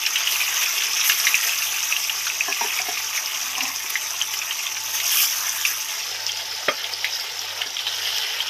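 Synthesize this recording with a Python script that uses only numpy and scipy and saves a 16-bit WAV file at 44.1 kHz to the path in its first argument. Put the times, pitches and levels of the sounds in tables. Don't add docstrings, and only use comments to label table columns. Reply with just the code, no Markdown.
import sys
import numpy as np
from scipy import signal
from scipy.fft import rfft, irfft
from scipy.io import wavfile
from scipy.ndimage import uniform_filter1d

SR = 44100
rng = np.random.default_rng(int(sys.argv[2]) if len(sys.argv) > 2 else 0)


def wav_record(signal):
    frames = np.transpose(np.atleast_2d(signal))
    bounded = np.clip(frames, -1, 1)
    quanta = np.round(bounded * 32767).astype(np.int16)
    wavfile.write(sys.argv[1], SR, quanta)


def level_to_linear(level):
    exponent = np.asarray(level, float) / 20
    return 10 ** exponent


N = 374409


def evened(x):
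    return x / np.sqrt(np.mean(abs(x) ** 2) + 1e-20)


def read(points, hz):
    point_hz, value = np.transpose(points)
    return np.interp(np.log(hz + 1), np.log(point_hz + 1), value)


def add(mix, start_s, sound):
    part = mix[max(round(start_s * SR), 0):][:len(sound)]
    part += sound[:len(part)]


def resonance(hz, centre_hz, width_hz):
    return 1 / (1 + (2 * (hz - centre_hz) / width_hz) ** 2)


# lull_s, level_db (of the swell that follows)
HUM_BEATS = [(-.5, -65), (.09, -60), (.75, -65), (1.39, -61), (1.92, -61), (2.55, -61.5), (3.28, -60),
             (3.99, -61), (4.61, -58.5), (5.2, -60), (5.93, -58.5), (6.72, -59.5), (7.26, -58), (7.76, -58),
             (8.3, -60), (8.9, -60)]
HUM_HZ, LULL_DB = 98.3, -14.5


def hum():
    t = np.arange(N) / SR
    lull_s, level_db = np.transpose(HUM_BEATS)
    count = np.arange(len(lull_s))
    beat = np.interp(t, lull_s, count)
    lull = level_to_linear(LULL_DB)
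    swell = lull + (1 - lull) * abs(np.sin(np.pi * beat))
    level = np.sqrt(2) * level_to_linear(np.interp(beat, count + .5, level_db))
    return level * swell * np.sin(2 * np.pi * HUM_HZ * t)


# pitch_hz, width_hz, level_db
SINGING_STEEL = [(560, 53, -72), (879, 55, -48.5)]
# frequency_hz, density_db (per Hz)
ROOM_COLOUR = [(12, -51), (20, -21), (43, -18), (92, -5), (147, -7), (203, -8.5), (398, 0), (500, -10),
               (650, -38), (1100, -120)]
ROOM_DB = -61


def kitchen():
    hz = np.fft.rfftfreq(N, 1 / SR)
    noise = rfft(rng.standard_normal(N))
    room = irfft(noise * level_to_linear(read(ROOM_COLOUR, hz)) * (hz < 600), N)
    out = level_to_linear(ROOM_DB) * evened(room)
    for pitch_hz, width_hz, level_db in SINGING_STEEL:
        out += level_to_linear(level_db) * evened(irfft(noise * resonance(hz, pitch_hz, width_hz), N))
    return out + hum()


# time_s, table_db, dish_db
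SLIDE = [
    (3.3, -71, -38),
    (3.448, -56, -58),
    (3.548, -59, -44),
    (3.64, -45, -34),
    (3.8, -66, -57),
]


def drag(table_hz=258, table_width_hz=35, dish_hz=(750, 1040), dish_width_hz=130):
    time_s, table_db, dish_db = np.transpose(SLIDE)
    t = np.arange(time_s[0], time_s[-1], 1 / SR)
    hz = np.fft.rfftfreq(len(t), 1 / SR)
    rub = rfft(rng.standard_normal(len(t)))
    table = irfft(rub * resonance(hz, table_hz, table_width_hz), len(t))
    dish = irfft(sum(rub * resonance(hz, f, dish_width_hz) for f in dish_hz), len(t))
    sound = level_to_linear(np.interp(t, time_s, table_db)) * evened(table)
    sound += level_to_linear(np.interp(t, time_s, dish_db)) * evened(dish)
    out = np.zeros(N)
    add(out, time_s[0], sound * signal.windows.tukey(len(t), .2))
    return out


def struck(modes, chance, spread=0.093, rise_s=0.0034):
    t = np.arange(9000) / SR
    ring = np.zeros(len(t))
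    for (hz, level_db, t60_s), (off, phase) in zip(modes * 3, chance):
        partial_hz = hz * (1 + spread * (2 * off - 1))
        ring += level_to_linear(level_db - 60 * t / t60_s) * np.sin(2 * np.pi * (partial_hz * t + phase))
    ring *= np.minimum(t / rise_s, 1)
    return ring / abs(ring).max()


# start_s, peak_db, strongest_hz, strongest_t60_s, table_db (re strongest ring)
DISH_KNOCKS = [(2.48, -19.5, 727, 0.067, -2), (2.497, -27, 1020, 0.08, -5),
               (2.609, -14.5, 908, 0.044, -15.5), (2.643, -23, 914, 0.08, -4),
               (2.796, -24.5, 764, 0.13, -8), (2.858, -31, 760, 0.1, -10), (2.883, -21.5, 760, 0.12, -1),
               (3.576, -22.5, 1100, 0.08, -10), (3.841, -30, 1050, 0.1, -14), (7.659, -29.5, 915, 0.071, 2),
               (7.859, -31, 902, 0.13, -17), (8.119, -44, 614, 0.097, -8)]
# pitch_hz, level_db, t60_s
TABLE_MODES = [(248, -5.5, 0.12), (413, -4.5, 0.094), (747, -4, 0.12), (867, 5.5, 0.027), (1117, 2, 0.033),
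               (1748, 1, 0.091)]
# start_s, peak_db
LADLE_CLICKS = [
    (6.6817, -13),
    (6.6843, -6.5),
    (6.6868, -10),
    (6.699, -27),
]
# pitch_hz, level_db, t60_s
LADLE_MODES = [(152, -25, 0.023), (290, -8, 0.043), (456, -2, 0.019), (555, 8, 0.024), (930, -6, 0.033),
               (1240, -1.5, 0.04), (1710, -12, 0.027), (2180, -5, 0.057), (2540, 0, 0.037),
               (3200, -6, 0.045), (3600, -14, .025)]
THIN_HZ = 169


def knocks():
    out = np.zeros(N)
    chance = rng.random((len(DISH_KNOCKS) + len(LADLE_CLICKS), 3 * len(LADLE_MODES), 2))
    for (start_s, peak_db, hz, t60_s, table_db), c in zip(DISH_KNOCKS, chance):
        modes = [(f, level_db + table_db, ring_s) for f, level_db, ring_s in TABLE_MODES]
        modes.append((hz, 0, t60_s))
        add(out, start_s, level_to_linear(peak_db) * struck(modes, c))
    for (start_s, peak_db), c in zip(LADLE_CLICKS, chance[::-1]):
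        add(out, start_s, level_to_linear(peak_db) * struck(LADLE_MODES, c, spread=0.061, rise_s=0.00048))
    return signal.sosfilt(signal.butter(2, THIN_HZ, "high", fs=SR, output="sos"), out)


# delay_s, level_db
BOWL_ECHOES = [
    (.0028, -9),
    (.0058, -13.5),
    (.0095, -17),
    (0.0131, -19),
]


def one_place(x, stretch, wet_db=-6, t60_s=0.14, start_s=0.002):
    taps = np.zeros(SR // 3)
    at = np.arange(0, len(taps) - 20, 20)
    at = at + rng.integers(0, 20, len(at))
    delay_s = at / SR
    taps[at] = rng.choice([-1., 1.], len(at)) * level_to_linear(-60 * delay_s / t60_s) * np.clip(delay_s / start_s, 0, 1)
    taps *= level_to_linear(wet_db) / np.linalg.norm(taps)
    taps[0] = 1
    for echo_s, level_db in BOWL_ECHOES:
        taps[round(echo_s * stretch * SR)] += level_to_linear(level_db)
    return signal.oaconvolve(x, taps)[:N]


def wok_and_walls(x, turns_per_s=2.3):
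    turn = 2 * np.pi * turns_per_s * np.arange(N) / SR
    shares = [np.maximum(np.cos(turn + 2 * np.pi * k / 3), 0) ** 2 + 1e-3 for k in range(3)]
    total = sum(shares)
    return sum(one_place(x * share / total, stretch) for share, stretch in zip(shares, (.9, 1., 1.12)))


def bubble(hz, t60_s, rise_cycles=1.48, glide=0.041):
    t = np.arange(2200) / SR
    shape = (1 - np.exp(-(t * hz / rise_cycles) ** 2)) * level_to_linear(-60 * t / t60_s)
    sound = shape * np.sin(2 * np.pi * hz * t * (1 + glide * np.minimum(t / t60_s, 1)))
    return sound / abs(sound).max()


# frequency_hz, level_db
MICROPHONE_TOP = [(4120, -32), (7000, -4), (7720, -8), (9850, -8.5), (10700, -7), (11500, -0.5),
                  (13200, -2), (13750, -1), (14200, -7), (15700, -13.5)]


def with_top(body, hz, joint_hz=7300):
    top = read(MICROPHONE_TOP, hz) + read(body, joint_hz) - read(MICROPHONE_TOP, joint_hz)
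    return np.where(hz < joint_hz, read(body, hz), top)


# start_s, # peak_db, pitch_hz, crack_db (re peak)
LARGE_POPS = [(0.0655, -11.5, 2480, -3.5), (0.157, -12, 2720, -3), (0.273, -6.5, 2830, -12),
              (0.8053, -17, 3250, -3), (0.821, -16, 2260, 0), (1.0112, -13, 3620, -4),
              (1.0965, -9, 1650, -1.5), (1.1196, -11, 2780, -7), (1.2686, -5, 2070, -5),
              (1.3428, -2, 2520, -20), (1.924, -7, 2560, -19), (2.268, -16, 1520, -2),
              (2.4076, -6, 2490, -25), (2.525, -10.5, 2540, -12), (3.1763, -13, 2230, -18),
              (3.6068, -11.5, 2640, -3.5), (3.955, -8, 1990, -16), (4.2146, -7.5, 3020, -25),
              (4.338, -17.5, 2950, -7), (4.5085, -14, 3030, -6), (4.6673, -15.5, 3420, -10),
              (4.768, -22, 2130, 2), (5.0, -22.5, 3100, 7), (5.651, -6, 2580, -10), (6.6837, -9, 1814, -14),
              (6.8423, -15, 3400, -9), (7.044, -8.5, 2060, -6), (7.617, -11, 2960, -6),
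              (7.8677, -12, 3030, -10), (8.404, -10.5, 3030, -13)]
# start_s, peak_db, pitch_hz
SMALL_SNAPS = [(0.0635, -6.5, 5300), (0.693, -11, 6040), (0.785, -11.5, 5300), (0.9336, -10.5, 5740),
               (0.9502, -10, 6040), (1.0043, -6.5, 5500), (1.0925, -9, 5200), (1.2006, -8, 5100),
               (1.253, -8, 5740), (1.3529, -7.5, 5700), (1.724, -14, 6170), (1.829, -11, 5860),
               (2.818, -9.5, 5600), (3.045, -13, 5940), (3.2597, -10.5, 5130), (3.5825, -12, 6210),
               (3.761, -11.5, 5900), (4.107, -15, 5800), (4.2217, -8, 6100), (4.3724, -15, 5800),
               (4.39, -12.5, 5960), (5.171, -7, 6040), (5.4938, -9.5, 5950), (6.2656, -7.5, 5240),
               (6.319, -12, 5670), (6.373, -13, 5440), (6.9366, -12, 4940), (7.198, -14, 4900),
               (7.3921, -12.5, 5560), (8.1836, -11, 5600)]
# start_s, peak_db
MIDDLING_PLOPS = [(0.036, -27), (0.052, -16), (0.3577, -15), (0.479, -15.5), (0.659, -16), (0.968, -17),
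                  (0.992, -15), (1.493, -9.5), (1.5326, -14), (1.621, -13), (1.7413, -14.5), (1.7846, -17),
                  (1.9643, -10.5), (2.0957, -10), (2.2994, -14.5), (2.789, -13), (2.9738, -16),
                  (3.552, -15.5), (3.6535, -16), (4.4167, -16), (4.593, -21), (5.1047, -16), (5.125, -17.5),
                  (5.171, -24), (5.236, -18), (6.293, -14), (7.7676, -14.5), (7.791, -14), (8.055, -16),
                  (8.163, -21)]
BOWL_HZ, LATER_BOWL_HZ, HIGHER_NOTE_S = 2620, 3180, 4.6
POP_T60_S, SNAP_T60_S, PLOP_CRACK_DB, PLOP_SPREAD = 0.01, 0.0061, -10.5, 0.032


def pops(crack_t60_s=0.036, rise_s=0.00071, low_hz=1800, high_hz=3700, top_db=-16):
    rings, cracks = np.zeros(N), np.zeros(N)
    t = np.arange(1500) / SR
    events = list(LARGE_POPS)
    detune = 1 + PLOP_SPREAD * rng.standard_normal(len(MIDDLING_PLOPS))
    for (start_s, peak_db), off in zip(MIDDLING_PLOPS, detune):
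        bowl_hz = BOWL_HZ if start_s < HIGHER_NOTE_S else LATER_BOWL_HZ
        events.append((start_s, peak_db, off * bowl_hz, PLOP_CRACK_DB))
    tear_shape = level_to_linear(-60 * t / crack_t60_s) * (1 - np.exp(-t / rise_s))
    tearing = rng.standard_normal((len(events), len(t))) * tear_shape
    for (start_s, peak_db, pitch_hz, crack_db), tear in zip(events, tearing):
        add(rings, start_s, level_to_linear(peak_db) * bubble(pitch_hz, POP_T60_S, rise_cycles=1.7))
        add(cracks, start_s, level_to_linear(peak_db + crack_db) * tear)
    for start_s, peak_db, pitch_hz in SMALL_SNAPS:
        add(rings, start_s, level_to_linear(peak_db) * bubble(pitch_hz, SNAP_T60_S, rise_cycles=0.66))
    hz = np.fft.rfftfreq(N, 1 / SR)
    band = 1 / (1 + (low_hz / (hz + 1)) ** 6) / (1 + (hz / high_hz) ** 6)
    colour = band + level_to_linear(top_db + with_top(FAR_COLOUR, hz)) * (hz > high_hz)
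    return rings + irfft(rfft(cracks) * evened(colour), N)


def bursts(per_s=9000, spread_db=4.0, cycles=4.2, clump_db=2.5, clump_s=.016):
    pitches = np.geomspace(400, 15500, num=36)
    clumps = evened(uniform_filter1d(rng.standard_normal(N), round(clump_s * SR)))
    out = np.zeros(N)
    for hz in pitches:
        chance, size = rng.random(N), rng.exponential(1, N)
        rate = per_s * np.sqrt(hz) / np.sqrt(pitches).sum() * level_to_linear(clump_db * clumps)
        train = (chance < rate / SR) * level_to_linear(spread_db * np.minimum(size, 4))
        one_burst = bubble(hz, 3 * cycles / hz)[:1500]
        ringing = signal.oaconvolve(train - train.mean(), one_burst)[:N]
        out += evened(ringing) * np.sqrt(hz)
    return out


# time_s, vigour_db, wetness_db (extra fine spit), coarseness_db (extra large bubbles)
OIL_STATE = [(0.0, -28.5, -7, -3), (0.24, -27.5, -9, 0.5), (0.33, -24.5, -3.5, -3), (0.5, -27, -3, 2.5),
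             (0.97, -25.5, -8.5, -2), (1.16, -25, -3.5, -1.5), (1.5, -26, -3.5, -1), (2.4, -27.5, -9.5, -5),
             (2.7, -28, -7.5, 0), (3.2, -29, -7.5, -2.5), (4.8, -30, -8, -3.5), (5.1, -25.5, -4, -4.5),
             (5.44, -26.5, -5, -4.5), (5.72, -28, -5.5, -4), (6.15, -30, -12.5, -4.5),
             (7.85, -32.5, -12, -2), (7.96, -27, -12.5, -3.5), (8.49, -32, -10, 2)]
# centre_s, strength_db, length_s
STEAM_FLASHES = [(0.0, 0, 0.047), (0.07, 2, .03), (1.08, 7.5, 0.088), (1.886, -1, 0.018), (2.68, 2.5, .02),
                 (3.168, 5, 0.029), (3.904, 13, .008), (4.342, 5.5, .02), (4.947, 5, 0.017),
                 (5.192, 8, 0.14), (5.68, 3.5, 0.09), (6.3, 1, .06), (7.162, 4, .06), (8.18, 5, .05)]
FLASH_REACH = (.05, 0.47, 0.27, 1.3)
SIMMER_DB, SIMMER_FOLLOWS, STEADY_DB = -40, .45, -31.5


def working(t):
    time_s, *controls = np.transpose(OIL_STATE)
    vigour, wet, coarse = (np.interp(t, time_s, c) for c in controls)
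    flash = sum(db * np.exp(-(2 * (t - at) / length) ** 2) for at, db, length in STEAM_FLASHES)
    boil = vigour + coarse
    simmer = SIMMER_DB + SIMMER_FOLLOWS * (boil - STEADY_DB)
    return np.array([simmer, boil, vigour, vigour + wet]) + np.outer(FLASH_REACH, flash)


# centre_s, strength_db, length_s, pitch_hz
FROTH = [(0.17, 14, .04, 3000), (0.287, 5, .04, 2900), (1.51, 0, .04, 2700), (4.52, 4, .04, 2900),
         (4.6, 9, .03, 2400), (5.18, 8, 0.12, 3100), (5.213, 8, 0.076, 5160), (5.336, 1.5, .12, 5550),
         (5.554, 9.5, 0.26, 1680), (6.72, 17, 0.073, 1250), (6.732, 15, 0.072, 600),
         (6.938, 5, 0.022, 4870), (7.065, 17, .05, 2400), (7.144, 10, 0.053, 5200), (7.88, 9, 0.032, 3820),
         (8.2, 5.5, 0.72, 3100)]
FROTH_OCTAVES = 0.34


def seething(hz, t):
    lift = 0
    for centre_s, strength_db, length_s, pitch_hz in FROTH:
        in_pitch = np.exp(-(2 * np.log2((hz + 1) / pitch_hz) / FROTH_OCTAVES) ** 2)
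        in_time = np.exp(-(2 * (t - centre_s) / length_s) ** 2)
        lift = lift + strength_db * np.outer(in_pitch, in_time)
    return lift


# low_hz, high_hz
BUBBLE_BANDS = [
    (400, 1400),
    (1500, 4200),
    (4400, 7500),
    (8000, 15500),
]
# frequency_hz, density_db (per Hz)
FAR_COLOUR = [(240, -39.5), (400, -18), (525, -28), (705, -12.5), (768, -18.5), (891, -13), (971, -19.5),
              (1070, -6), (1460, -11.5), (1980, -7.5), (2360, -4.5), (2540, -2.5), (3500, -6.5),
              (4300, -14), (4900, -6.5), (6090, 0), (7600, -14.5)]
# frequency_hz, density_db (per Hz)
NEAR_COLOUR = [(240, -60), (400, -16), (538, -11.5), (593, -15), (723, -10), (869, -9.5), (1030, -12.5),
               (1310, -8.5), (1730, -6.5), (1840, -4.5), (2480, -4.5), (3020, -1), (3600, -5), (4310, -11),
               (5190, -4), (6300, -11.5), (7600, -21)]
COLOUR_CHANGE_S = 6.02


def sizzle(hiss_share=0.51, patchy_db=1.57):
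    hz, t, z = signal.stft(wok_and_walls(bursts()), SR, nperseg=512, noverlap=384)
    z = z / np.sqrt((abs(z) ** 2).mean(1))[:, None]
    a, b, patches = rng.standard_normal((len(t), len(hz), 3)).T
    z = np.sqrt(1 - hiss_share) * z + np.sqrt(hiss_share / 2) * (a + 1j * b)
    patches = uniform_filter1d(patches, size=6, axis=0)
    patches = evened(uniform_filter1d(patches, size=20, axis=1))
    near = np.clip((t - COLOUR_CHANGE_S) / 0.3 + .5, 0, 1)
    colour_db = np.outer(with_top(FAR_COLOUR, hz), 1 - near) + np.outer(with_top(NEAR_COLOUR, hz), near)
    lifts = []
    for level_db, (low_hz, high_hz) in zip(working(t), BUBBLE_BANDS):
        band = colour_db[(hz >= low_hz) & (hz < high_hz)]
        lifts.append(level_db - 10 * np.log10((level_to_linear(band) ** 2).sum(0)))
    centres = np.log(np.sqrt(np.prod(BUBBLE_BANDS, axis=1)))
    blend = np.array([np.interp(np.log(hz + 1), centres, row) for row in np.eye(len(BUBBLE_BANDS))])
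    z = z * level_to_linear(colour_db + blend.T @ np.array(lifts) + seething(hz, t) + patchy_db * patches)
    return signal.istft(z, SR, nperseg=512, noverlap=384)[1][:N]


def scene():
    return (sizzle() + wok_and_walls(pops() + knocks()) + drag() + kitchen())[None]


def low_pass(x):
    return signal.sosfilt(signal.butter(12, 15950, fs=SR, output="sos"), x)


CEILING, EDGE_HZ = .62, 15500


def record(dry):
    dry = dry / (1 + (abs(dry) / CEILING) ** 4) ** (1 / 4)
    lowpass = signal.firwin(1023, EDGE_HZ, window=("kaiser", 5), fs=SR)
    limited = signal.oaconvolve(dry, lowpass[None], "same")
    return low_pass(limited)


dry = scene()
out = record(dry)
wav_record(out)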